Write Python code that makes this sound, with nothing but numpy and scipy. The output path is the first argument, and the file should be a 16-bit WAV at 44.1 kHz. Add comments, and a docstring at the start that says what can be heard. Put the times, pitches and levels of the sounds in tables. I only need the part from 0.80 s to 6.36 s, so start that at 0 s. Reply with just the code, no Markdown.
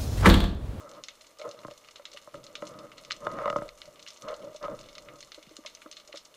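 """A diver glides over a rocky seabed with a camera in a watertight housing. From the start water
rumbles past, gear rubs on the housing and countless far shrimp crackle as their claws' bubbles collapse.
Close snaps soon stand out, and knocks ring the housing in muffled surges, loudest near the middle.
Later, trapped air gives a few small glugs with a soft ring. A faint hiss lies under it all."""
import sys
import numpy as np
from scipy import signal
from scipy.fft import rfft, irfft
from scipy.io import wavfile

SR = 44100
rng = np.random.default_rng(int(sys.argv[2]) if len(sys.argv) > 2 else 0)


def generate_wav(signal):
    """Clip the signal to [-1, 1] and save it as 16-bit WAV at the path in sys.argv[1]."""
    frames = np.transpose(np.atleast_2d(signal))
    scaled = np.clip(frames, -1, 1) * 32767
    pcm = np.round(scaled).astype(np.int16)
    wavfile.write(sys.argv[1], SR, pcm)


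N = 245195
TIME = np.arange(N) / SR
BRIEF = TIME[:8192]   # time within one snap, knock or glug


def from_db(db):
    """Amplitude ratio of a level in decibels."""
    return 10 ** (np.asarray(db) / 20)


def rms_one(x):
    """Scale to rms 1."""
    return x / np.sqrt(np.mean(x ** 2) + 1e-20)


def peak_one(x):
    """Scale to peak 1."""
    return x / np.abs(x).max()


def add(track, start_s, sound):
    """Superposition: a sound adds to the track from its start time."""
    at = max(round(start_s * SR), 0)
    track[at:at + len(sound)] += sound[:N - at]


def cut(x, hz, kind, order=2):
    """Butterworth filter."""
    return signal.sosfilt(signal.butter(order, hz, kind, fs=SR, output="sos"), x)


def drift(per_s):
    """Slow random variation of rms 1."""
    knots = rng.standard_normal(4000)
    return rms_one(np.interp(TIME * per_s, np.arange(len(knots)), knots))


def response(spectrum, resonances=(), size=8192):
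    """Minimum-phase impulse response of a broad spectrum with resonant peaks on top."""
    hz = np.fft.rfftfreq(size, 1 / SR) + 1
    points = np.array(spectrum)
    db = np.interp(np.log(hz), np.log(points[:, 0]), points[:, 1])
    for centre, width, lift in resonances:
        db = db + lift / (1 + (2 * (hz - centre) / width) ** 2)
    cepstrum = irfft(np.log(from_db(db)))
    cepstrum[1:size // 2] *= 2   # folding onto positive time makes the response causal
    cepstrum[size // 2 + 1:] = 0
    return irfft(np.exp(rfft(cepstrum)))[:size // 2]


def through(x, impulse):
    """Convolution with an impulse response."""
    return signal.fftconvolve(x, impulse)[:len(x)]


def clicks(per_s, spread_db, limit):
    """Poisson impulses, many weak and few strong, spanning limit times spread_db."""
    sizes = from_db(spread_db * np.minimum(rng.exponential(1, N), limit)) * rng.choice([-1, 1], N)
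    return sizes * (rng.random(N) < per_s / SR)


def burst(decay_s):
    """A cluster of random arrivals in exponential decay."""
    return rng.standard_normal(len(BRIEF)) * np.exp(-BRIEF / decay_s)


def registers(x, thud_top_hz=405, ring_top_hz=800):
    """Split the housing's vibration into low thud, main ring and upper rasp, each at rms 1."""
    return (rms_one(cut(x, thud_top_hz, "low", order=5)),
            rms_one(cut(x, [thud_top_hz, ring_top_hz], "band", order=3)),
            rms_one(cut(x, ring_top_hz, "high", order=5)))


def water_flow(gain_db=-2.0):
    """Turbulence: passing eddies press on the housing with a low rumble."""
    # Course of the flow. Each row: time in seconds, level in dB before the gain.
    surges = [(0.0, -68.5), (0.79, -82), (0.88, -65), (1.04, -74), (1.5, -76), (1.58, -59), (1.63, -73),
              (2.28, -69), (2.46, -63), (2.6, -57), (2.79, -55), (3.05, -63), (3.42, -95), (3.45, -59),
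              (3.79, -74), (3.87, -56), (4.54, -72), (5.56, -77.5)]
    # Spectrum of the eddies. Each row: frequency in Hz, relative level in dB.
    eddy_spectrum = [(12, -6), (28, 0), (40, -4), (56, -5), (72, -12), (100, -17), (300, -45)]
    level_db = np.interp(TIME, *np.transpose(surges))
    rumble = rms_one(through(rng.standard_normal(N), response(eddy_spectrum)))
    return from_db(level_db + gain_db) * rumble


def stroke(start_s, attack_s, hold_s, release_s=0.025, trail_db=-10, trail_s=0.11):
    """Envelope of one rub: linear attack, hold, then a quick exponential release and a faint trail."""
    swell = np.clip((TIME - start_s) / attack_s, 0, 1)
    after = np.maximum(TIME - start_s - attack_s - hold_s, 0)
    return swell * np.maximum(np.exp(-after / release_s), from_db(trail_db) * np.exp(-after / trail_s))


def rubbing(shell, judder_db=0.5):
    """Stick-slip friction: tiny slips of the gear come in clumps and keep the housing ringing."""
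    # Strokes of gear on the housing. Each row: start, attack and hold in seconds,
    # ring level in dB, thud and rasp in dB relative to the ring.
    strokes = [(0.0, 0.0034, 0.19, -52.5, -8, -1.5), (0.589, 0.012, 0.0085, -42.5, -29, -9),
               (0.63, 0.021, 0.028, -40.5, -20, -6.5), (0.76, 0.012, 0.076, -58.5, -5, 0.5),
               (1.529, 0.014, 0.052, -53.5, 2, -10), (1.62, 0.025, 0.18, -59, -5, -5),
               (1.81, 0.017, 0.23, -53, -1, -0.5), (2.08, 0.025, .28, -60, -2.5, -5),
               (2.39, 0.079, 0.093, -44.5, 0, 1), (2.55, 0.036, 0.096, -40.5, -10, 2.5),
               (2.702, 0.016, 0.15, -46.5, -15, -9), (3.03, 0.022, 0.19, -62, -6, -8.5),
               (3.401, 0.043, 0.013, -48.5, -4, -2), (3.46, 0.021, 0.048, -39.5, -22, -3),
               (3.582, 0.0099, 0.12, -49, -9, -12), (3.808, .035, 0.013, -40, -9.5, 1),
               (3.88, 0.013, 0.042, -42, -4, -5), (3.94, 0.0092, 0.14, -69.5, 9, -8),
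               (4.15, 0.02, 0.095, -57.5, -5.5, -6), (4.26, 0.018, 0.084, -54, -1.5, -4)]
    # Gear stirring between strokes: levels of thud, ring and rasp in dB.
    resting_db = (-86, -79, -89.5)
    slips = clicks(per_s=2200, spread_db=2.0, limit=1.08) * from_db(judder_db * drift(per_s=64))
    power = np.outer(from_db(resting_db) ** 2, np.ones(N))
    for start_s, attack_s, hold_s, ring_db, thud_rel, rasp_rel in strokes:
        colour = from_db([ring_db + thud_rel, ring_db, ring_db + rasp_rel])
        power += np.outer(colour ** 2, stroke(start_s, attack_s, hold_s) ** 2)
    return np.sum(np.sqrt(power) * registers(through(slips, shell)), axis=0)


def far_shrimp(resonances, crackle_db=-62, fizz_db=-61.5, smear_s=0.0004, tail_s=0.0097):
    """Multipath propagation smears snaps at middle distance; countless farther ones merge into fizz."""
    # Spectrum of distant snaps. Each row: frequency in Hz, relative level in dB.
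    far_spectrum = [(40, 0), (250, 10.5), (500, 14), (800, 8), (1200, 10), (1750, 2), (2500, 1),
                    (4500, -3.5), (7000, -3), (9000, -6.5), (12000, -10.5), (16000, -39)]
    wall = response(far_spectrum, resonances)
    paths = np.exp(-BRIEF / smear_s) + 0.046 * np.exp(-BRIEF / tail_s)
    crackle = np.zeros(N)
    for hz in np.geomspace(2800, 9500, 5):
        power = through(clicks(per_s=30, spread_db=5.5, limit=2.8) ** 2, paths)
        arrivals = np.sqrt(np.abs(power)) * rng.standard_normal(N)
        crackle += cut(arrivals, [hz / np.sqrt(2), hz * np.sqrt(2)], "band", order=1)
    fizz = through(clicks(per_s=4000, spread_db=4.0, limit=2.7), wall)
    return from_db(crackle_db) * rms_one(through(crackle, wall)) + from_db(fizz_db) * rms_one(fizz)


def stray_snaps(count=28, mean_db=-38.5, spread_db=5.2, centre_hz=5830, octaves=0.27, rocks_db=-5.5):
    """Independent sources: rows for fainter shrimp a little further off, snapping at random."""
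    when, faintness, pitch = rng.random((count, 3)).T
    span = np.sqrt(12)   # width of a uniform distribution with standard deviation 1
    strength_db = mean_db - spread_db * span * (faintness - 0.5)
    hz = centre_hz * 2 ** (octaves * span * (pitch - 0.5))
    return np.transpose([when * TIME[-1], strength_db, hz, np.full(count, rocks_db)])


def near_shrimp(resonances, crack_s=0.0008, crack_gain_db=0.5, scatter_s=0.0068, tail_s=0.028, tail_db=-11):
    """Cavitation: a claw's bubble collapses with a crack, which rocks and surface then scatter."""
    # Close snaps. Each row: start in seconds, strength in dB, centre in Hz, extra rock scatter in dB.
    snaps = [(0.115, -37.5, 7200, -20), (0.2377, -26, 5500, -1), (0.2847, -26.5, 3600, 0.5),
             (0.41, -49.5, 5300, -0.5), (0.596, -42.5, 4020, -0.5), (0.615, -41, 2380, 2.5),
             (0.7127, -34, 5540, -4), (0.9108, -43, 3860, -7), (1.0867, -38.5, 3040, -8),
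             (1.159, -36, 4000, -2), (1.254, -26, 3770, 1), (1.3162, -49, 5650, -1.5),
             (1.3343, -41, 5700, -1.5), (1.3721, -30, 2750, -2), (1.6403, -38.5, 6800, -3.5),
             (1.7536, -28.5, 3840, 5.5), (1.8729, -50, 7650, 2.5), (2.1172, -41.5, 2730, -2),
             (2.1803, -40, 4200, 1), (2.3035, -41, 2900, 2.5), (2.3084, -17.5, 3070, 4),
             (2.3189, -20.5, 3500, -5), (2.3252, -26, 4230, -1), (2.5157, -36, 6210, -11.5),
             (2.8903, -29.5, 3600, -11), (3.0174, -30, 2940, -5), (3.1936, -50, 3850, 0.5),
             (3.2641, -34, 2700, -3), (3.2756, -34, 3520, 0.5), (3.2836, -35, 5710, 1),
             (3.4848, -37, 3500, 2), (3.7614, -50, 6150, 4), (3.8437, -45, 2230, 1),
             (3.9907, -37.5, 4260, -15), (4.0871, -44, 3800, -1), (4.1528, -37.5, 3930, -0.5),
             (4.1818, -31, 4560, -4), (4.2863, -40, 2140, -1.5), (4.4062, -35, 6400, -2.5),
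             (4.5188, -35.5, 3700, 0.5), (4.5451, -38.5, 4170, -1), (4.627, -48, 3700, -1.5),
             (4.8617, -25, 3800, 4), (5.0174, -43.5, 2210, 0.5), (5.1139, -32, 6500, -1.5),
             (5.1262, -36, 4250, -1), (5.168, -48, 3860, 6.5), (5.3272, -37, 2800, -1),
             (5.359, -38.5, 3750, 1), (5.3724, -41, 5200, 6)]
    # Spectrum of close snaps. Each row: frequency in Hz, relative level in dB.
    near_spectrum = [(40, -21), (300, -41), (800, -1.5), (1200, 14.5), (1750, 6), (2400, 7), (3800, 4.5),
                     (6500, -0.5), (7800, -3.5), (10500, -12.5), (13000, -28), (16000, -4)]
    wall = response(near_spectrum, resonances)
    typical_snap_db, typical_scatter_db = -32, -57.5
    out = np.zeros(N)
    for start_s, strength_db, hz, rocks_db in [*snaps, *stray_snaps()]:
        broad = cut(wall, [hz / 1.9, hz * 1.9], "band")
        narrow = cut(wall, [hz / 1.09, hz * 1.09], "band", order=1)
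        tint = broad + 1.3 * narrow
        crack = peak_one(through(burst(crack_s), tint))
        scatter = rms_one(through(burst(scatter_s) + from_db(tail_db) * burst(tail_s), tint))
        # Scatter follows strength only in part, so fainter snaps sound more diffuse.
        scatter_db = typical_scatter_db + 0.35 * (strength_db - typical_snap_db) + rocks_db
        add(out, start_s, from_db(strength_db + crack_gain_db) * crack + from_db(scatter_db) * scatter)
    return out


def knocks(shell, hard_s=0.00081, soft_s=0.00288, hard_rasp_db=-6.0, soft_rasp_db=-9.0):
    """Impulsive excitation: a short pulse of force rings the housing brightly, a longer one dully."""
    # Knocks on the housing, and the soft ring of the late glugs.
    # Each row: time in seconds, peak in dB, thud and rasp in dB relative to the ring.
    pulses = [(0.613, -37, -39, -26), (0.654, -29.5, -40, -9.5), (0.676, -34.5, -11, -23),
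              (0.738, -39.5, -20, -35), (0.848, -30, 4, 5.5), (0.882, -35, -2, 0), (0.907, -38.5, -10, -10),
              (1.195, -39, -40, -7.5), (1.343, -42, -17, -35), (1.474, -37.5, -8, 0.5),
              (1.542, -32, 7.5, 16.5), (1.823, -29.5, -9, -3), (2.468, -16, -5.5, 5.5),
              (2.587, -22.5, -20, 6), (2.657, -18, -15, 0), (2.678, -17, -34, 3), (2.7, -20, -3, 9.5),
              (2.727, -22.5, 1, 9), (2.760, -13.5, -10.5, -0.5), (2.785, -29, 7, 7), (2.819, -25, -3, -2),
              (3.075, -41.5, -11, -20), (3.525, -29.5, -40, -10.5), (3.634, -34.5, -13, -33),
              (3.669, -35.5, -18, -13), (3.744, -36.5, -24, -23), (3.881, -27.5, -23, -6),
              (4.579, -43, -22, -8.5), (4.849, -38.5, -19, -4), (5.061, -38, -15, 7),
              (5.288, -45.5, -25, -33), (5.34, -38, -22, -9)]
    out = np.zeros(N)
    for time_s, peak_db, thud_rel, rasp_rel in pulses:
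        contact_s = np.interp(rasp_rel, [soft_rasp_db, hard_rasp_db], [soft_s, hard_s])
        force = BRIEF ** 2 * burst(contact_s)   # builds up and lets go again
        thud, ring, rasp = registers(through(force, shell))
        vibration = from_db(thud_rel) * thud + ring + from_db(rasp_rel) * rasp
        add(out, time_s - contact_s, from_db(peak_db) * peak_one(vibration))
    return out


def glugs(shell, glide_s=0.0021, swell_s=0.0027):
    """Bubble resonance: trapped air shifts against the housing, its pitch dropping as the pocket widens."""
    # Air pockets. Each row: start in seconds, peak in dB, final pitch in Hz.
    pockets = [(3.136, -60, 452), (4.577, -42.5, 302), (4.67, -50, 166), (4.711, -44.5, 302),
               (4.787, -41, 246), (5.058, -41.5, 260), (5.339, -40, 310)]
    out = np.zeros(N)
    for start_s, peak_db, final_hz in pockets:
        pitch = final_hz * (1 + np.exp(-BRIEF / glide_s))   # falls an octave
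        throb = BRIEF * np.exp(-BRIEF / swell_s) * np.sin(2 * np.pi * np.cumsum(pitch) / SR)
        add(out, start_s, from_db(peak_db) * peak_one(through(throb, shell)))
    return out


def scene():
    """Structural resonance: the housing's modes colour all but the rumble, alike in both channels."""
    # Modes of the housing. Each row: centre and width in Hz, lift in dB for contact,
    # lift in dB for waterborne sound.
    modes = [(124, 36, 6, 0), (208, 30, 4, 1), (315, 30, 9, 4), (490, 55, 9, 3), (578, 75, 15, 4),
             (625, 65, 7, 10), (946, 32, 7, 6), (1055, 45, 11, 0), (1185, 110, 6, 7), (1258, 55, 13, 2),
             (1345, 90, 9, 4), (2000, 90, 9, 7), (2195, 110, 6, 7), (2900, 260, 8, 6), (3580, 260, 9, 6),
             (4250, 380, 5, 7), (5300, 480, 5, 5), (6220, 350, 6, 7), (6900, 300, 3, 5)]
    # Spectrum of contact with the housing. Each row: frequency in Hz, relative level in dB.
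    contact_spectrum = [(40, -60), (85, -8.5), (130, 2), (300, 0.5), (420, -2.5), (620, 0.5), (790, -8.5),
                        (1200, -4), (1600, -9), (2500, -24), (4000, -32), (7000, -39), (16000, -68)]
    touched = [(hz, width, lift) for hz, width, lift, _ in modes]
    immersed = [(hz, width, lift) for hz, width, _, lift in modes]
    shell = response(contact_spectrum, touched)
    shrimp = near_shrimp(immersed) + far_shrimp(immersed)
    return np.tile(shrimp + rubbing(shell) + knocks(shell) + glugs(shell) + water_flow(), (2, 1))


def record(dry, shared_hiss_db=-71.5, own_hiss_db=-74.0, cutoff_hz=15300):
    """Noise floor: a faint hiss, partly common to both channels; a steep low-pass limits the bandwidth."""
    # Spectrum of a faint hiss, different in each channel. Each row: frequency in Hz, relative level in dB.
    hiss_spectrum = [(30, 4), (120, -10), (300, 2.5), (600, 2), (1200, -5.5), (4000, -6), (8000, 3),
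                     (15000, 3)]
    own = np.array([rms_one(through(w, response(hiss_spectrum))) for w in rng.standard_normal((2, N))])
    hiss = from_db(shared_hiss_db) * rng.standard_normal(N) + from_db(own_hiss_db) * own
    low_pass = signal.ellip(12, 0.1, 80, cutoff_hz, fs=SR, output="sos")
    return signal.sosfilt(low_pass, dry + hiss)


dry = scene()
out = record(dry)
generate_wav(out)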